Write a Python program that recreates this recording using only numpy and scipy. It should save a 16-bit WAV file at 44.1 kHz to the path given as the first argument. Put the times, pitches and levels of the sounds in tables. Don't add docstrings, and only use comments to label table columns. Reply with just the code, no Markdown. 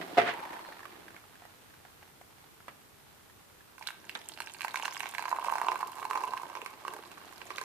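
import sys
import numpy as np
from scipy import signal
from scipy.fft import rfft, irfft, next_fast_len
from scipy.io import wavfile

SR = 44100
rng = np.random.default_rng(int(sys.argv[2]) if len(sys.argv) > 2 else 0)


def to_wav(sig):
    pcm = np.clip(np.atleast_2d(sig), -1, 1) * 32767
    pcm = np.round(pcm).astype(np.int16)
    wavfile.write(sys.argv[1], SR, pcm.T)


N = 336919
TIME = np.arange(N) / SR
RING = np.arange(8192) / SR
SHORT = np.arange(2048) / SR

# start_s, level_db
STREAM_LEVEL = [(3.779, -50), (4.0, -59.5), (4.25, -47.5), (4.55, -50), (4.8, -43), (5.7, -42.5),
                (5.92, -46), (6.15, -42.5), (6.77, -54.5), (6.921, -48.5), (7.3, -56.5), (7.63, -43.5)]

POUR_S, POOL_S = 3.78, 5.44
EMPTY_HZ, RISE_HZ_PER_S = 908, 43
AIR_T60_S = .016
DROP_HZ = 2370
THUMP_DB_PER_OCT, TICK_DB_PER_OCT = -3, -1
TICK_DB = -12
TICK_TOP_HZ = 9100
TOP_HZ = 14700
RUMBLE_DB, RUMBLE_FALL_DB_PER_S = -43, 23.5
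RUSH_DB, RUSH_FALL_DB_PER_S = -47, 11
SWILL_S, SWILL_LENGTH_S, SWILL_DB = 1, 0.14, -57.5
TIPPING_S, TIPPED_RUMBLE_DB = 0.32, -62.5
REST_RUSH_DB, TIPPED_RISE_DB_PER_S = -63, 2


def undb(db):
    return 10 ** (np.asarray(db) / 20)


def curves(table, t=TIME):
    s, *columns = np.transpose(table)
    return [np.interp(t, s, c) for c in columns]


def unit(x):
    return x / np.sqrt(np.mean(x ** 2))


def fade(t, t60):
    return np.exp(-np.log(1000) * t / t60)


def add(out, s, sound):
    i = int(np.clip(s * SR, 0, N - 1))
    out[..., i:i + sound.shape[-1]] += sound[..., :N - i]


def colour(x, points):
    n = x.shape[-1]
    size = next_fast_len(n)
    hz, db = np.transpose(points)
    f = np.maximum(np.fft.rfftfreq(size, 1 / SR), 1)
    gain = undb(np.interp(np.log(f), np.log(hz), db))
    gain = gain * np.minimum(f / hz[0], 1)
    return unit(irfft(rfft(x, size) * gain, size)[..., :n])


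def highpass(x, hz, order=2):
    return signal.sosfilt(signal.butter(order, hz, "high", fs=SR, output="sos"), x)


def spread(pair, wide_hz):
    band = signal.butter(1, [100, max(wide_hz, 200)], "bandpass", fs=SR, output="sos")
    side = pair[1] - .7 * signal.sosfilt(band, pair[1])
    return unit(np.array([pair[0] + side, pair[0] - side]))


def pan(x, right_db):
    return x * undb(np.array([[-right_db], [right_db]]) / 2)


def grains(rate, scatter_db):
    size = undb(scatter_db * np.minimum(rng.exponential(size=(2, N)), 4))
    clicks = rng.random((2, N)) < rate / SR
    return clicks * size * rng.standard_normal((2, N))


def resonate(x, modes):
    response = np.zeros(len(RING))
    for hz, t60, db in modes:
        peak = undb(db) * 2 * np.log(1000) / (t60 * SR)
        response += peak * np.cos(2 * np.pi * hz * RING) * fade(RING, t60)
    return signal.fftconvolve(x, response[None], axes=1)[:, :N]


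def bubble(hz, cycles, glide):
    age = SHORT * hz / cycles
    phase = 2 * np.pi * hz * np.cumsum(1 + glide * np.minimum(age, 1)) / SR
    return np.sin(phase) * fade(age, 0.73)


def simmer_levels():
    tipped_s = np.maximum(TIME - POUR_S, 0)
    cooling_rumble = undb(RUMBLE_DB - RUMBLE_FALL_DB_PER_S * TIME)
    tipped_rumble = undb(TIPPED_RUMBLE_DB) * np.minimum(tipped_s / TIPPING_S, 1)
    swill = undb(SWILL_DB) * np.exp(-((TIME - SWILL_S) / SWILL_LENGTH_S) ** 2)
    rumble = np.hypot(np.hypot(cooling_rumble, tipped_rumble), swill)
    cooling_rush = undb(RUSH_DB - RUSH_FALL_DB_PER_S * TIME)
    rush = np.hypot(cooling_rush, undb(REST_RUSH_DB + TIPPED_RISE_DB_PER_S * tipped_s))
    return rumble, rush


def simmer(lumps_db=1.5, hollow_hz=915, hiss_db=-10):
    # pitch_hz, level_db
    rumble_colour = [(100, -60), (170, 1.5), (235, -3), (350, 7), (520, -6.5), (700, 0.5), (2000, -79)]
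    # pitch_hz, level_db
    rush_colour = [(300, -34), (800, -6.5), (1700, -13), (2700, -16.5), (4200, -19.5), (7000, -34)]
    # start_s, level_db
    hollow_level = [(.33, -43.5), (.72, -54.5), (.9, -102)]
    rumble, rush = simmer_levels()
    beats = np.arange(0, N / SR, 1 / 40)
    flurry = undb(lumps_db * np.interp(TIME, beats, rng.standard_normal(len(beats))))
    low = spread(colour(grains(rate=680, scatter_db=3.0), rumble_colour), 540) * rumble
    collapses = spread(colour(grains(rate=2400, scatter_db=-1.5), rush_colour), 640)
    hollow = unit(resonate(collapses, [(hollow_hz, AIR_T60_S, 0)]))
    hollow = hollow * undb(curves(hollow_level)[0]) * (TIME > hollow_level[0][0])
    hiss = undb(hiss_db) * highpass(rng.standard_normal((2, N)), 5500)
    return flurry * low + hollow + pan((flurry * collapses + hiss) * rush, 3.9)


def knocks(rattle_db=-6, rattle_t60=0.082, give_s=0.00021, low_hz=150):
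    # start_s, level_db, rattle_db (relative to the knock)
    contacts = [(.013, -44, 14), (.112, -39, -16.5), (.1715, -26, -2.5), (0.1754, -22.5, 2),
                (.1797, -21.5, -8), (.1826, -13, -5), (.198, -25, 0.5), (0.2156, -29, 5), (.288, -31, -8),
                (2.682, -46.5, 9.5), (4.1519, -45.5, 17)]
    # pitch_hz, t60_s, level_db
    body_modes = [(123.4, 0.34, -24), (243, 0.32, -22.5), (441.5, 0.15, -15.5), (554, 0.067, -9),
                  (702, 0.065, 0.5), (820, 0.09, -13.5), (1170, 0.11, -15), (2940, 0.026, -24)]
    # pitch_hz, level_db
    rattle_colour = [(150, -4), (900, 1.5), (1600, 5.5), (2700, -0.5), (3700, -8), (6000, -22),
                     (15000, -38)]
    # start_s, level_db
    scrape_level = [(.225, -52), (.278, -30.5), (.296, -32), (.315, -38.5), (.34, -54)]
    body = sum(undb(db) * np.sin(2 * np.pi * hz * RING) * fade(RING, t60) for hz, t60, db in body_modes)
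    loose = fade(RING, rattle_t60) * (1 - np.exp(-RING / give_s))
    thud, shake = np.zeros(N), np.zeros(N)
    for s, db, loose_db in contacts:
        add(thud, s, undb(db) * body)
        add(shake, s, undb(db + loose_db + rattle_db) * loose)
    dragging = (TIME > scrape_level[0][0]) * (TIME < scrape_level[-1][0])
    drag = undb(curves(scrape_level)[0]) * dragging
    rattle = spread(colour(rng.standard_normal((2, N)), rattle_colour), 850) * (shake + drag)
    return highpass(thud + pan(rattle, 4.2), low_hz, order=4)


def plops(count=60, start_s=.33, mean_s=.42, first_db=-35, fall_db_per_s=10, scatter_db=3.0, hz=1150,
          pitch_spread=.5):
    age = rng.exponential(mean_s, count)
    size, pitch = rng.standard_normal((2, count))
    db = first_db - fall_db_per_s * age + scatter_db * size
    return np.column_stack([start_s + age, db, hz * np.exp(pitch_spread * pitch)])


def pops(crack_db=-10, length_s=.03):
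    # start_s, level_db, pitch_hz
    loud_ticks = [(.53, -33, 1780), (0.832, -40, 1720), (1.082, -35, 1630), (1.355, -41, 1650),
                  (1.421, -38, 725), (1.452, -35.5, 754), (1.739, -42, 1580), (1.851, -37.5, 784),
                  (2.028, -37.5, 1610), (2.213, -36, 760), (2.604, -40.5, 1380), (2.682, -30, 1000),
                  (3.299, -43, 1730), (3.607, -43.5, 1700)]
    # pitch_hz, level_db
    crack_colour = [(250, -20.5), (750, -3), (1200, -6.5), (1700, 0), (2700, -11.5), (4500, -25),
                    (15000, -24)]
    out = np.zeros((2, N))
    for s, db, hz in np.vstack([loud_ticks, plops()]):
        crack = spread(colour(rng.standard_normal((2, len(SHORT))), crack_colour), 900)
        crack = crack * fade(SHORT, length_s)
        knock = .5 * bubble(hz, hz * length_s, 0)
        add(out, s, undb(db) * (knock + undb(crack_db) * crack))
    return pan(out, 3.1)


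def squeak(at_s=0.684, length_s=0.077, hz=4230, t60=0.011, db=-61):
    rub = unit(resonate(rng.standard_normal((2, N)), [(hz, t60, 0)]))
    return undb(db) * rub * np.exp(-((TIME - at_s) / length_s) ** 2)


def droplets(count=720, drop_db=-1.5, scatter_db=6.0, pitch_hz=2200, glance_oct_per_db=0.24,
             pitch_spread=0.53, small_db_per_oct=-4.5, thinning=0.6, thump_db=1):
    # (air thump over bubble, before thump_db and drop size)
    plunge_curve = [(3.8, -5), (4.9, -5), (5.33, 0.5), (6.3, 4.5), (7.2, -0.5), (7.63, -5)]
    s = np.linspace(POUR_S, STREAM_LEVEL[-1][0], count) + rng.normal(0, .008, count)
    flow, plunge = curves(STREAM_LEVEL, s)[0], curves(plunge_curve, s)[0]
    size = scatter_db * np.minimum(rng.exponential(size=count), 2)
    share = undb((flow - flow.max()) * thinning)
    falls = rng.random(count) < share
    small = pitch_spread * rng.standard_normal(count)
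    hz = np.clip(pitch_hz * np.exp(small) * 2 ** (-glance_oct_per_db * plunge), 1300, 9000)
    fewer_db = -10 * np.log10(share)
    db = flow + drop_db + size + fewer_db + small_db_per_oct * small / np.log(2)
    thump = db + thump_db + plunge + THUMP_DB_PER_OCT * np.log2(hz / DROP_HZ)
    return np.column_stack([s, db, hz, thump])[falls]


def impact(s, hz, centre_hz=8600, follows=0.2, dull_oct_per_s=0.17, pitch_spread=0.42, sharpness=1.16,
           t60=0.0068, trail_db=-17, trail_t60=0.16):
    centre = centre_hz * (hz / DROP_HZ) ** follows * 2 ** (-dull_oct_per_s * (s - POUR_S))
    centre *= np.exp(pitch_spread * rng.standard_normal())
    level = fade(SHORT, t60) + undb(trail_db) * fade(SHORT, trail_t60)
    burst = rng.standard_normal((2, len(SHORT))) * level
    peak = signal.iirpeak(min(centre, TICK_TOP_HZ, TOP_HZ), max(sharpness, 1), fs=SR)
    return signal.lfilter(*peak, burst)


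def pour(air_db=0, bubble_db=1, ring_s=.005, ring_spread=0.23, glide=0.072, swell_s=0.00056,
         tick_low_hz=2500, overtone_scatter_db=4):
    # start_s, bubble_db (before the keyword), pitch_hz (of the
    # trapped bubble), thump_db (of the air)
    big_splashes = [(3.811, -40, 1280, -30.5), (3.8724, -18.5, 3880, -58), (3.8871, -26.5, 1750, -31.5),
                    (3.905, -30.5, 1620, -36), (4.095, -26, 2700, -41), (4.152, -26, 3660, -57),
                    (4.2883, -23, 8040, -56), (4.338, -35, 4400, -55), (4.4036, -20, 1400, -25),
                    (4.4202, -28, 2630, -59), (4.4727, -29.5, 2540, -38), (4.5381, -30.5, 8600, -61),
                    (4.608, -24.5, 2540, -30.5), (4.6183, -21.5, 2520, -47), (4.6312, -30, 2380, -36),
                    (4.647, -21, 1820, -16.5), (4.6819, -25, 2100, -31), (4.7429, -26, 1800, -19),
                    (4.758, -18, 2090, -43), (4.7711, -28, 2630.0, -26.5), (4.798, -26.5, 2430, -24),
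                    (4.825, -25.5, 2840, -37), (4.832, -42, 1900, -23), (4.8451, -33, 1500, -32),
                    (4.8543, -14, 1500, -21.5), (4.88, -23.5, 2170, -20.5), (4.9674, -26.5, 2210, -30),
                    (5.0052, -20, 2300, -27.5), (5.0325, -27, 2300.0, -25.5), (5.0576, -26, 2050, -27),
                    (5.0682, -27.5, 2530, -44), (5.112, -35, 8800, -50), (5.1494, -23.5, 2060.0, -30),
                    (5.1825, -19.5, 2290, -26.5), (5.1936, -25.5, 1680.0, -20), (5.2246, -26, 2270, -25),
                    (5.255, -24.5, 1630.0, -19), (5.281, -32, 1900, -21), (5.3143, -30, 1770.0, -19),
                    (5.327, -32, 2080, -11), (5.347, -42, 2100, -41), (5.3861, -40, 1940, -16.5),
                    (5.426, -40, 2020.0, -22), (5.4459, -27, 2520, -19.5), (5.4839, -39, 2050.0, -13.5),
                    (5.499, -29.5, 2690, -18), (5.5233, -28, 2030.0, -12.5), (5.5551, -23, 1530, -15.5),
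                    (5.5829, -22, 1770, -20), (5.6154, -24, 1930, -12), (5.646, -31, 2200, -26),
                    (5.6677, -33.5, 2480, -16), (5.685, -21, 2500, -9), (5.7178, -22, 1990, -13.5),
                    (5.757, -27, 2170, -19.5), (5.8104, -26.5, 1630.0, -23), (5.8288, -35, 2110, -14.5),
                    (5.997, -33.5, 1650, -27), (6.029, -31, 1980, -22), (6.1101, -23, 2140, -14),
                    (6.1325, -28, 2360, -20), (6.1564, -24.5, 1910, -12.5), (6.177, -46, 1800, -24),
                    (6.2385, -34, 1550.0, -19.5), (6.3358, -27, 1720.0, -17), (6.3759, -28, 2640, -43),
                    (6.4327, -32.5, 2060.0, -21.5), (6.5525, -27, 1930, -23.5),
                    (6.5709, -30.5, 2520, -23.5), (6.6171, -30, 2530, -28), (6.6615, -24, 2220, -24),
                    (6.8505, -33.5, 2660, -21.5), (6.8805, -26.5, 1750, -19), (6.9365, -25, 1520, -25.5),
                    (7.4165, -31, 2662, -34), (7.5048, -27, 2080, -23.5), (7.5827, -20.5, 2070, -27),
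                    (7.6134, -21, 1530, -23.5)]
    # pitch_hz, t60_s, level_db (before scatter)
    overtone_modes = [(1580, 0.021, -12), (2237, 0.017, -18), (2740, 0.013, -17), (4165, 0.01, -21.5)]
    # thump_db, pitch_scatter (share of the pitch)
    slosh_curve = [(-30, .085), (-19, .025)]
    air, bubbles, ticks = np.zeros((3, 2, N))
    for s, db, hz, thump_db in np.vstack([big_splashes, droplets()]):
        mug_hz = EMPTY_HZ + RISE_HZ_PER_S * (s - POUR_S)
        slosh = np.interp(thump_db, *np.transpose(slosh_curve))
        mug_hz *= 1 + slosh * rng.standard_normal()
        ring = np.sin(2 * np.pi * mug_hz * SHORT) * fade(SHORT, AIR_T60_S) * (1 - np.exp(-SHORT / swell_s))
        overtones = np.zeros(len(SHORT))
        for mode_hz, t60, mode_db in overtone_modes:
            gain = undb(mode_db + overtone_scatter_db * rng.standard_normal()) * rng.choice([-1, 1])
            overtones += gain * np.sin(2 * np.pi * mode_hz * SHORT) * fade(SHORT, t60)
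        cycles = hz * ring_s * np.exp(ring_spread * rng.standard_normal())
        plink = bubble(hz, cycles, glide) + overtones * min(DROP_HZ / hz, 1) ** 2
        lag_s = rng.normal(.00007, .00004)
        for side, arrival in enumerate([s + lag_s, s]):
            add(air[side], arrival, undb(thump_db + air_db) * ring)
            add(bubbles[side], arrival, undb(db + bubble_db) * plink)
        tick_db = db + TICK_DB + TICK_DB_PER_OCT * np.log2(hz / DROP_HZ)
        add(ticks, s, undb(tick_db) * impact(s, hz))
    return highpass(air, 83, order=4) + highpass(bubbles, 1310) + highpass(ticks, tick_low_hz)


def spray(count=110, over_stream_db=-1, scatter_db=5, hz=5000, fizz_db=-23):
    fizz = undb(curves(STREAM_LEVEL)[0] + fizz_db) * (TIME > POUR_S)
    out = highpass(rng.standard_normal((2, N)), hz) * fizz
    starts = rng.uniform(POUR_S, STREAM_LEVEL[-1][0], count)
    for s, size in zip(starts, np.minimum(rng.exponential(size=count), 2)):
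        db = curves(STREAM_LEVEL, s)[0] + over_stream_db + scatter_db * size
        add(out, s, undb(db) * impact(s, hz))
    return out


def gurgle(count=80, over_stream_db=4, scatter_db=3, hz=700, pitch_spread=0.19, cycles=16):
    out = np.zeros(N)
    starts = rng.uniform(POOL_S, STREAM_LEVEL[-1][0], count)
    for s, (size, pitch) in zip(starts, rng.standard_normal((count, 2))):
        db = curves(STREAM_LEVEL, s)[0] + over_stream_db + scatter_db * size
        add(out, s, undb(db) * bubble(hz * np.exp(pitch_spread * pitch), cycles, .1))
    return out


def glugs(cycles=18):
    # start_s, level_db, pitch_hz
    air_pockets = [(6.626, -38.5, 460), (6.949, -41.5, 405), (6.992, -40.5, 438), (7.51, -43, 376)]
    out = gurgle()
    for s, db, hz in air_pockets:
        add(out, s, undb(db) * bubble(hz, cycles, .1))
    return highpass(out, 250)


def echo(x, t60, delay_s, points, wide_hz):
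    t = np.arange(SR // 2) / SR
    tail = spread(colour(rng.standard_normal((2, len(t))), points), wide_hz)
    tail = tail * fade(t, t60) * (t > delay_s)
    tail /= np.sqrt(np.sum(tail ** 2, axis=1, keepdims=True))
    return signal.fftconvolve(np.atleast_2d(x), tail, axes=1)[:, :N]


def shifting_echo(x, t60, delay_s, points, wide_hz, size=16384):
    out, window = np.zeros((2, N)), signal.get_window("hann", size)
    for i in range(int(POUR_S * SR) - size, N, size // 2):
        piece = x[:, i:i + size]
        add(out, i / SR, echo(piece * window[:piece.shape[1]], t60, delay_s, points, wide_hz))
    return out


def scene(near_db=-11, water_room_db=-14, kettle_room_db=-16, floor_db=-58, board_db=10, mouth_hz=520):
    # pitch_hz, t60_s, level_db (before board_db)
    board_modes = [(366, 0.21, 8), (433, 0.093, 4.5), (532, 0.044, -4)]
    # pitch_hz, level_db
    room_colour = [(150, -18), (370, 7.5), (1000, -1), (3000, -0.5), (15000, -22)]
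    # pitch_hz, level_db (relative)
    floor_colour = [(25, -18.5), (95, -5), (200, -10), (450, -11), (900, -22), (1350, -17.5), (2500, -22.5),
                    (6000, -25), (14500, -24)]
    water = pour() + spray()
    kettle = knocks() + pops() + squeak()
    board_share = 0.13 + 0.68 * np.maximum(TIME - POOL_S, 0)
    board = undb(board_db) * resonate(water * board_share, board_modes)
    near_colour = [(1000, 0), (2700, -3), (4300, 6), (15000, -16)]  # (Hz, dB)
    near = shifting_echo(water, 0.028, 0.0025, near_colour, 1600)
    water_room = echo(water, 0.41, 0.0069, room_colour, 1300)
    kettle_room = echo(kettle, 0.38, 0.0035, room_colour, 700)
    floor = spread(colour(rng.standard_normal((2, N)), floor_colour), 180)
    reflections = pan(undb(near_db) * near, 9.5)
    reflections = reflections + undb(water_room_db) * water_room + undb(kettle_room_db) * kettle_room
    mug = pan(highpass(water, mouth_hz), 7.5) + pan(board + glugs(), 5.0)
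    return mug + kettle + simmer() + reflections + undb(floor_db) * floor


def record(dry, bass_hz=105, duck_db=-8, threshold_db=-42, average_s=0.095):
    keep = np.exp(-1 / (average_s * SR))
    power = signal.lfilter([1 - keep], [1, -keep], np.mean(dry ** 2, axis=0))
    gain = undb(duck_db * power / (power + undb(threshold_db) ** 2))
    bass = signal.sosfiltfilt(signal.butter(2, bass_hz, fs=SR, output="sos"), dry)
    top_cut = signal.ellip(10, .1, 60, TOP_HZ, fs=SR, output="sos")
    return signal.sosfiltfilt(top_cut, dry - (1 - gain) * bass)


dry = scene()
out = record(dry)
to_wav(out)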